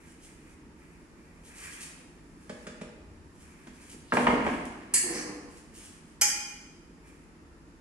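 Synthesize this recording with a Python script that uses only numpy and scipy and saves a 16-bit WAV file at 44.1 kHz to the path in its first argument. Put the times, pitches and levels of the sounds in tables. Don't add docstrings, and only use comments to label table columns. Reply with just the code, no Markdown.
import sys
import numpy as np
from scipy import signal
from scipy.fft import rfft, irfft, next_fast_len
from scipy.io import wavfile
from scipy.ndimage import uniform_filter1d

SR = 44100
rng = np.random.default_rng(int(sys.argv[2]) if len(sys.argv) > 2 else 0)


def transcribe(u):
    v = np.clip(np.atleast_2d(u).T, -1, 1)
    q = np.round(v * 32767).astype(np.int16)
    wavfile.write(sys.argv[1], SR, q)


N = 344096
T = np.arange(N) / SR

# pitch_hz, level_db (per Hz)
AIR_COLOUR = [(18, -20.5), (40, 0), (91, -3), (120, -14.5), (161, 0), (211, -6), (249, -2), (344, -3.5),
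              (428, -12), (464, -13.5), (678, -20), (913, -19), (3540, -28), (8660, -36.5), (10800, -37.5),
              (13000, -55.5)]
AIR_DB = -52
# start_s, rise_s, hold_s, fade_s, pitch_hz, level_db
BASS_SWELLS = [(2.8, 0.34, 0.031, 0.7, 80.5, -52.5), (4.22, 0.023, 0.27, 0.43, 64, -46)]
# pitch_hz, t60_s
ROOM_DECAY = [(125, 0.53), (350, 0.81), (1000, 0.99), (2800, 1), (6000, 0.77), (8200, 0.46), (11500, 0.25)]
ROOM_DB, ROOM_RISE_MS = -0.5, 2.3
# pitch_hz, side_gain_db
SIDE_COLOUR = [(60, -6), (110, -21.5), (200, -15.5), (360, -11.5), (670, -5), (1210, 0.5), (2210, -1),
               (4040, 0.5), (7370, -0.5), (13400, 1)]
MIC_DIP_HZ, MIC_DIP_WIDTH_HZ, MIC_DIP_SHARE = 3608, 2220, 0.65
TOP_HZ = 13300
FADE_DB = 25

# start_s, rise_s, hold_s, fade_s, treble_db, body_db (relative to treble)
RUSTLES = [(0, 0.0035, 0.46, 0.19, -65.5, 2.5), (0.597, 0.2, 0.2, 0.3, -77.5, 11),
           (1.15, 0.063, 0.068, 0.32, -77, 9.5), (1.33, 0.23, 0.018, 0.43, -57.5, 5.5),
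           (1.454, 0.24, 0.033, 0.19, -50.5, -15.5), (1.694, 0.12, 0.029, 0.097, -48.5, -6),
           (1.972, 0.016, 0.015, 0.087, -73, 8), (1.994, 0.62, 0.024, 0.067, -62.5, -1.5),
           (3.297, 0.14, 0.5, 0.35, -61, -1.5), (5.474, 0.047, 0.036, 0.079, -62, 0.5),
           (5.563, 0.18, 0.11, 0.45, -59.5, -2.5), (6.949, 0.12, 0.042, 0.19, -64.5, 2.5)]
# pitch_hz, level_db (per Hz)
FIBRE_COLOUR = [(1760, -23.5), (3000, 3.5), (4500, -5), (7350, -2), (9510, -1), (11800, -13),
                (12500, -18.5), (13000, -36)]

# pitch_hz, width_hz, level_db (relative), start_above_hz, wake_s
DRONE_TONES = [(200, 44, -6.5, 3, 0.11), (375, 90, 2.5, 3, 0.064), (294.4, 19, 13.5, 59, 0.004),
               (483.5, 26, 6, 3.7, 0.034), (750, 280, -7.5, 3, 0.016), (1033, 18, 1.5, 3.1, 0.16)]
DRAG_S, DRAG_RISE_S, DRAG_HOLD_S = 5.027, 0.008, 0.13
DRONE_DB, DRONE_FADE_S, DRONE_SETTLE_S = -37, 0.39, 0.1
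# pitch_hz, level_db (per Hz)
SCRAPE_COLOUR = [(700, -19), (2000, 3.5), (3500, -13.5), (4600, -1), (6300, -2.5), (8500, -19.5),
                 (11000, -18.5), (13000, -34)]
SCRAPE_DB, SCRAPE_RISE_S, SCRAPE_HOLD_S, SCRAPE_FADE_S = -38, 0.14, 0.024, 0.08

# pitch_hz, foot_db, rails_db (relative, by place struck)
FRAME_MODES = [(678, -40, -24), (829, -30, -5), (1057, -30, -11), (1085, -32, -16), (1384, -28, -15),
               (1680, -30, -19), (1855, -17, -18), (2040, -21, -18), (2148, -26, -9), (2208, -20, -19),
               (2354, -28, -10), (2432, -28, -3), (2940, -28, -15), (3133, -24, -14), (4025, -28, -19),
               (4490, -22, -19), (4733, -12, -16), (4813, -26, -12), (4975, -12, -11), (5082, -24, -7),
               (5160, -20, 2), (5231, -24, -9), (5674, -19, -10), (5981, -20, -10), (6110, -12, -6),
               (6261, -15, -4), (6383, -21, -8), (6525, -13, -7), (6582, -8, -11), (6704, -13, -7),
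               (6988, -11, -5), (7117, -8, -12), (7263, -9, -5), (7449, -4, -8), (7654, -15, -8),
               (8045, -1, -11), (8298, -3, -15), (9282, -7, -26), (9405, -10, -19), (9545, -8, -19),
               (9888, -6, -8), (10390, -9, -14), (10950, -14, -13)]
# start_s, place (0 foot, 1 top rails), rattle_ms, tube_db, t60_s (at 3 kHz), crowd_db,
# crowd_t60_s (mean), crack_db, pan_db (left minus right), bounce_ms, bounce_db (relative), build_ms (at 2 kHz)
BLOWS = [(4.937, 0, 5.8, -15.5, 0.38, -24, 0.16, -30, -3, 21, -8.5, 18),
         (6.2116, 1, 1.52, -12.5, 0.19, -23, 0.11, -11, 0, 8, -4, 11)]
# pitch_hz, level_db (relative)
CROWD_COLOURS = [
    [(410, -58), (700, -36.5), (1500, -16.5), (1800, -3.5), (2600, -4), (3000, -10.5), (3650, -15.5),
     (4600, -7.5), (5260, -19), (8170, -4), (8680, -9), (10300, -3), (13000, -38.5)],
    [(290, -48), (500, -7), (753, -28), (806, -10), (1060, -16), (1180, -2.5), (2370, 0), (2790, -10.5),
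     (3240, 4.5), (3560, -37), (4500, -4), (5010, 0.5), (8200, -1), (8900, -18), (9800, -10), (13000, -13)],
]
# pitch_hz, level_db (per Hz)
TICK_COLOUR = [(900, -42), (2500, -18), (4300, -20.5), (6200, 3.5), (7800, -2.5), (8800, -15.5),
               (10000, -3.5), (12000, -10.5), (13500, -25)]

# pitch_hz, t60_s (before shortening by hands or bed), landing_db (on an edge), pat_db (in the middle)
SLAB_MODES = [(213.6, 0.048, -11.5, -4), (250, 0.092, 2, -3), (304, 0.07, -8, -11),
              (319, 0.042, -14.5, -1.5), (426, 0.15, -7.5, -11), (486, 0.13, -8, -7.5),
              (553.5, 0.087, -7, -7.5), (617.7, 0.14, -2, -1.5), (698, 0.12, -6, -24),
              (818, 0.15, -4.5, -9), (907, 0.12, 1, -8.5), (1039, 0.12, -3, -19), (2120, 0.15, 2, -9),
              (2460, 0.08, -25.5, -10)]
# start_s, level_db, contact_ms, slap_db (relative)
FINGER_PATS = [(2.17, -58, 0.9, -21), (2.494, -27, 1.2, -6.5), (2.667, -30, 1.65, -2.5),
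               (2.812, -28, 1.68, -7), (3.669, -36, 2.86, -5.5), (3.938, -39.5, 2.46, -16.5)]
# pitch_hz, level_db (per Hz)
SKIN_COLOUR = [(410, -23), (700, 10), (1300, 8.5), (2450, 9), (3740, 7.5), (4330, 1), (9700, -6.5),
               (12500, -38), (16200, -78), (22000, -120)]
PALM_HZ, PALM_T60_S, PALM_DB = 189, 0.059, -4
HANDS_RING_SHARE, BED_RING_SHARE = 0.77, 0.9
# start_s, level_db, contact_ms, crack_db (relative), crack_hz
EDGE_LANDINGS = [(4.121, -17, 0.59, 0, 1300), (4.129, -13.5, 1.77, -25, 800),
                 (4.168, -12.5, 0.67, 0.5, 700), (4.181, -14, 1.5, -18.5, 640), (4.206, -19, 1.3, -3, 640),
                 (4.268, -13.5, 0.33, 6, 960), (4.28, -11.5, 1.96, -22, 700), (4.305, -16, 0.44, -3, 1050),
                 (4.33, -13.5, 1.86, -19.5, 640), (4.353, -20, 1.7, -10, 900),
                 (4.378, -22, 0.81, -11.5, 640), (4.404, -19.5, 2.3, -13.5, 900),
                 (4.447, -20.5, 2, -6, 1800), (4.465, -15, 1.7, -1.5, 700), (4.486, -27, 0.86, 1, 800),
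                 (4.536, -27, 2.1, -1.5, 900)]
# pitch_hz, level_db (per Hz)
CLATTER_COLOUR = [(35, -54), (60, -3), (110, -1.5), (170, 2.5), (250, 4.5), (361, 1), (629, -13.5),
                  (735, -15), (897, -13), (2080, -15), (3790, -24), (9610, -43), (12000, -49.5),
                  (15600, -84), (22000, -120)]
CLATTER_T60_S, CLATTER_DB = 0.1, -8.5
# start_s, chatter_db, chatter_fade_s, grit_db, grit_fade_s
ROCKS = [(4.122, -17.5, 0.059, -46.5, 0.26), (4.269, -37.5, 1.36, -60, 0.23),
         (4.44, -44, 0.22, -49.5, 0.41)]
ROCKING_RISE_S = 0.013
# start_s, rise_s, hold_s, fade_s (swell uses at least 0.01), level_db
SLAB_SLIDE = (4, 0.15, 0.07, -0.2, -48)
# pitch_hz, level_db (per Hz)
STONE_COLOUR = [(1500, -21), (3500, 9.5), (5500, -3), (7000, -15), (10500, -13.5), (13000, -27)]


def undb(db):
    return 10 ** (np.asarray(db) / 20)


def unit(x):
    return x / np.sqrt(np.mean(x ** 2))


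def colour(x, table):
    hz, db = np.transpose(table)
    f = np.arange(len(x) // 2 + 1) * SR / len(x) + 1
    return irfft(rfft(x) * undb(np.interp(np.log(f), np.log(hz), db)), len(x))


def ring(x, hz, t60):
    pole = np.exp(2j * np.pi * hz / SR - np.log(1000) / (t60 * SR))
    return signal.lfilter([1], [1, -pole], x).imag


def add(out, s, sound):
    i = int(s * SR)
    out[i:i + len(sound)] += sound[:N - i]


def walk(rate):
    k = int(SR / rate)
    steps = np.repeat(rng.standard_normal(N // k + 1), k)
    return uniform_filter1d(uniform_filter1d(steps, k), k)[:N]


def grains(rate, scatter_db):
    hits = rng.random(N) < rate / SR
    size = rng.standard_normal(N) * undb(scatter_db * rng.exponential(size=N))
    return unit(hits * size)


def burst(table, rise_s, t60):
    t = T[:SR // 2]
    noise = unit(colour(rng.standard_normal(len(t)), table))
    return noise * (1 - np.exp(-t / rise_s)) * 1000 ** (-t / t60)


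def swell(start_s, rise_s, hold_s, fade_s, db):
    top = T - start_s - rise_s
    rising = top / rise_s
    fading = (hold_s - top) / max(fade_s, .01)
    return undb(db + FADE_DB * np.minimum(np.minimum(rising, fading), 0))


def air():
    pair, slow = np.zeros((2, N)), walk(0.87)
    noise = [colour(rng.standard_normal(N), AIR_COLOUR) for _ in range(2)]
    for hz in 20 * 2. ** np.arange(10):
        gain = undb(.4 * slow + .8 * walk(6))
        octave = [(hz / 2, -60), (hz / 1.42, -3), (hz, 0), (hz * 1.42, -3), (hz * 2, -60)]
        for k in range(2):
            pair[k] += gain * colour(noise[k], octave)
    boom = 0
    for *shape, hz, db in BASS_SWELLS:
        boom = boom + unit(ring(rng.standard_normal(N), hz, 0.2)) * swell(*shape, db)
    return undb(AIR_DB) * pair / np.std(pair[0]) + boom * np.array([[1], [.6]])


def rustle():
    hiss = unit(colour(grains(4000, 1.2), FIBRE_COLOUR)) * undb(6.4 * walk(30) + 1.6 * walk(11))
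    dull = [(500, -39.5), (1100, -4.0), (1500, -1.5), (2000, 1.5), (2500, 4), (3200, -22.5)]
    body = unit(colour(grains(4500, 0.64), dull)) * undb(4.0 * walk(22))
    return sum(swell(*shape) * (hiss + undb(body_db) * body) for *shape, body_db in RUSTLES)


def drag():
    jolts = grains(1200, 1.5) * undb(1.5 * walk(25))
    since, drone = np.clip(T - DRAG_S, 0, None), 0
    for hz, width, db, above_hz, wake_s in DRONE_TONES:
        pitch = hz + above_hz * np.exp(-since / DRONE_SETTLE_S)
        turn = np.exp(2j * np.pi * np.cumsum(pitch) / SR)
        awake = 1 - np.exp(-(since / wake_s) ** 2)
        tone = turn * signal.lfilter([1], [1, -np.exp(-np.pi * width / SR)], jolts / turn)
        drone = drone + undb(db) * awake * width * tone.imag
    drone = signal.sosfilt(signal.butter(2, 150, "high", fs=SR, output="sos"), drone)
    grit = unit(colour(grains(4000, 1), SCRAPE_COLOUR)) * undb(4 * walk(30))
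    return (unit(drone) * swell(DRAG_S, DRAG_RISE_S, DRAG_HOLD_S, DRONE_FADE_S, DRONE_DB)
            + grit * swell(DRAG_S, SCRAPE_RISE_S, SCRAPE_HOLD_S, SCRAPE_FADE_S, SCRAPE_DB))


def build_up(t, hz, build_ms):
    return 1 - np.exp(-t * 1000 / (build_ms * (2000 / hz) ** 1.93))


def clear_tubes(t, strike, place, t60, build_ms):
    tubes = 0
    for hz, *mode_db in FRAME_MODES:
        length = t60 * (max(hz, 2200) / 3000) ** -.7
        mode = ring(strike, hz, length)
        for r in rng.standard_normal(4):
            mode = mode + .5 * ring(strike, hz * (1 + .008 * r), .7 * length)
        tubes = tubes + undb(mode_db[place]) * build_up(t, hz, build_ms) * mode / np.abs(mode).max()
    return tubes


def crowded_tubes(t, place, crowd_t60, build_ms):
    hz, phase, life, luck = rng.random((500, 4)).T[:, :, None]
    hz = 600 + 12400 * hz
    table_hz, table_db = np.transpose(CROWD_COLOURS[place])
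    size = undb(np.interp(np.log(hz), np.log(table_hz), table_db)) * undb(-12 * luck)
    crowd = size * build_up(t, hz, build_ms) * np.sin(2 * np.pi * (hz * t + phase))
    decay = np.exp(-np.log(1000) * t / (crowd_t60 * (.5 + life)))
    crowd = np.sum(crowd * decay, axis=0)
    return crowd / np.std(crowd[:SR // 20])


def frame():
    out, side, t = np.zeros(N), np.zeros(N), T[:SR // 2]
    for (s, place, rattle_ms, tube_db, t60, crowd_db, crowd_t60, crack_db, pan_db,
         bounce_ms, bounce_db, build_ms) in BLOWS:
        strike = rng.standard_normal(len(t)) * np.exp(-t * 1000 / rattle_ms)
        late = np.clip(t * 1000 - bounce_ms, 0, None)
        bounce = rng.standard_normal(len(t)) * np.exp(-late / rattle_ms) * (late > 0)
        strike = strike + .5 * undb(bounce_db) * bounce
        tubes = clear_tubes(t, strike, place, t60, build_ms)
        crowd = crowded_tubes(t, place, crowd_t60, build_ms)
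        sound = (1 - np.exp(-t / 0.0033)) * (undb(tube_db) * tubes + undb(crowd_db) * crowd)
        sound = sound + undb(crack_db) * burst(TICK_COLOUR, 0.0039, 0.034)
        bounce_tick = burst(TICK_COLOUR, .0015, 0.0303)[:SR // 4]
        add(sound, bounce_ms / 1000, undb(crack_db + bounce_db) * bounce_tick)
        add(out, s, sound)
        add(side, s, sound * (undb(pan_db) - 1) / (undb(pan_db) + 1))
    return out, side


def knock(contact_ms, share, held):
    t = T[:SR // 2]
    push = np.sin(np.pi * np.clip(t * 1000 / contact_ms, 0, 1))
    body = 0
    for k, (hz, t60, *mode_db) in enumerate(SLAB_MODES):
        body = body + (-1) ** k * undb(mode_db[held]) * ring(push, hz, t60 * share)
    body = body * (1 - np.exp(-t / 0.0039))
    return body / np.abs(body).max()


def slab_pats():
    out, t = np.zeros(N), T[:SR // 2]
    for s, db, contact_ms, slap_db in FINGER_PATS:
        thud = np.sin(2 * np.pi * PALM_HZ * t) * 1000 ** (-t / PALM_T60_S)
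        slap = burst(SKIN_COLOUR, 0.0018, 0.062)
        body = knock(contact_ms, HANDS_RING_SHARE, held=True)
        add(out, s, undb(db) * (body + undb(PALM_DB) * thud + undb(slap_db) * slap))
    return out


def slab_landing():
    out = np.zeros(N)
    for s, db, contact_ms, crack_db, crack_hz in EDGE_LANDINGS:
        crack_colour = [(300, -10.5), (crack_hz / 1.3, -3), (crack_hz, 8), (crack_hz * 1.6, 1.5), (2200, -1.5),
                        (3300, -8), (5000, -30), (9000, -34), (12500, -63.0)]
        crack = burst(crack_colour, 0.0012, 0.042)
        clatter = burst(CLATTER_COLOUR, 0.0062, CLATTER_T60_S)
        body = knock(contact_ms, BED_RING_SHARE, held=False)
        add(out, s, undb(db) * (body + undb(crack_db) * crack + undb(CLATTER_DB) * clatter))
    return out


def slab_rocking():
    chatter = unit(colour(grains(450, 0.41), CLATTER_COLOUR))
    grit = unit(colour(grains(1500, 2.1), FIBRE_COLOUR)) * undb(4.1 * walk(28))
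    slide = unit(colour(grains(2500, 1.5), STONE_COLOUR)) * undb(4.2 * walk(35))
    out = slide * swell(*SLAB_SLIDE)
    for s, chatter_db, chatter_s, grit_db, grit_s in ROCKS:
        out += chatter * swell(s, ROCKING_RISE_S, 0, chatter_s, chatter_db)
        out += grit * swell(s, ROCKING_RISE_S, 0, grit_s, grit_db)
    return out


def room(x):
    t, out = T[:int(1.5 * SR)], []
    for k in range(2):
        tail = 0
        for hz, t60 in ROOM_DECAY:
            shape = [(hz / 3, -40), (hz / 1.7, -3), (hz, 0), (hz * 1.7, -3), (hz * 3, -40)]
            tail = tail + colour(rng.standard_normal(len(t)), shape) * 1000 ** (-t / t60)
        tail = tail * (1 - np.exp(-t * 1000 / ROOM_RISE_MS))
        direct = x if k == 0 else signal.hilbert(x, next_fast_len(N)).imag[:N]
        out.append(direct + undb(ROOM_DB) * signal.fftconvolve(x, tail / np.linalg.norm(tail))[:N])
    return np.array(out)


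def scene():
    steel, steel_side = frame()
    near = rustle() + drag() + steel + slab_pats() + slab_landing() + slab_rocking()
    near = signal.sosfilt(signal.butter(3, 130, "high", fs=SR, output="sos"), near)
    mid, side = undb(-3.0) * room(near) + air()
    side = colour(side, SIDE_COLOUR) + undb(-6.0) * steel_side
    return np.array([undb(-1.53) * (mid + side), undb(-1.02) * (mid - side)])


def record(dry):
    b, a = signal.iirpeak(MIC_DIP_HZ, MIC_DIP_HZ / MIC_DIP_WIDTH_HZ, fs=SR)
    dipped = dry - MIC_DIP_SHARE * signal.lfilter(b, a, dry)
    return signal.sosfilt(signal.ellip(8, .2, 80, TOP_HZ, fs=SR, output="sos"), dipped)


dry = scene()
out = record(dry)
transcribe(out)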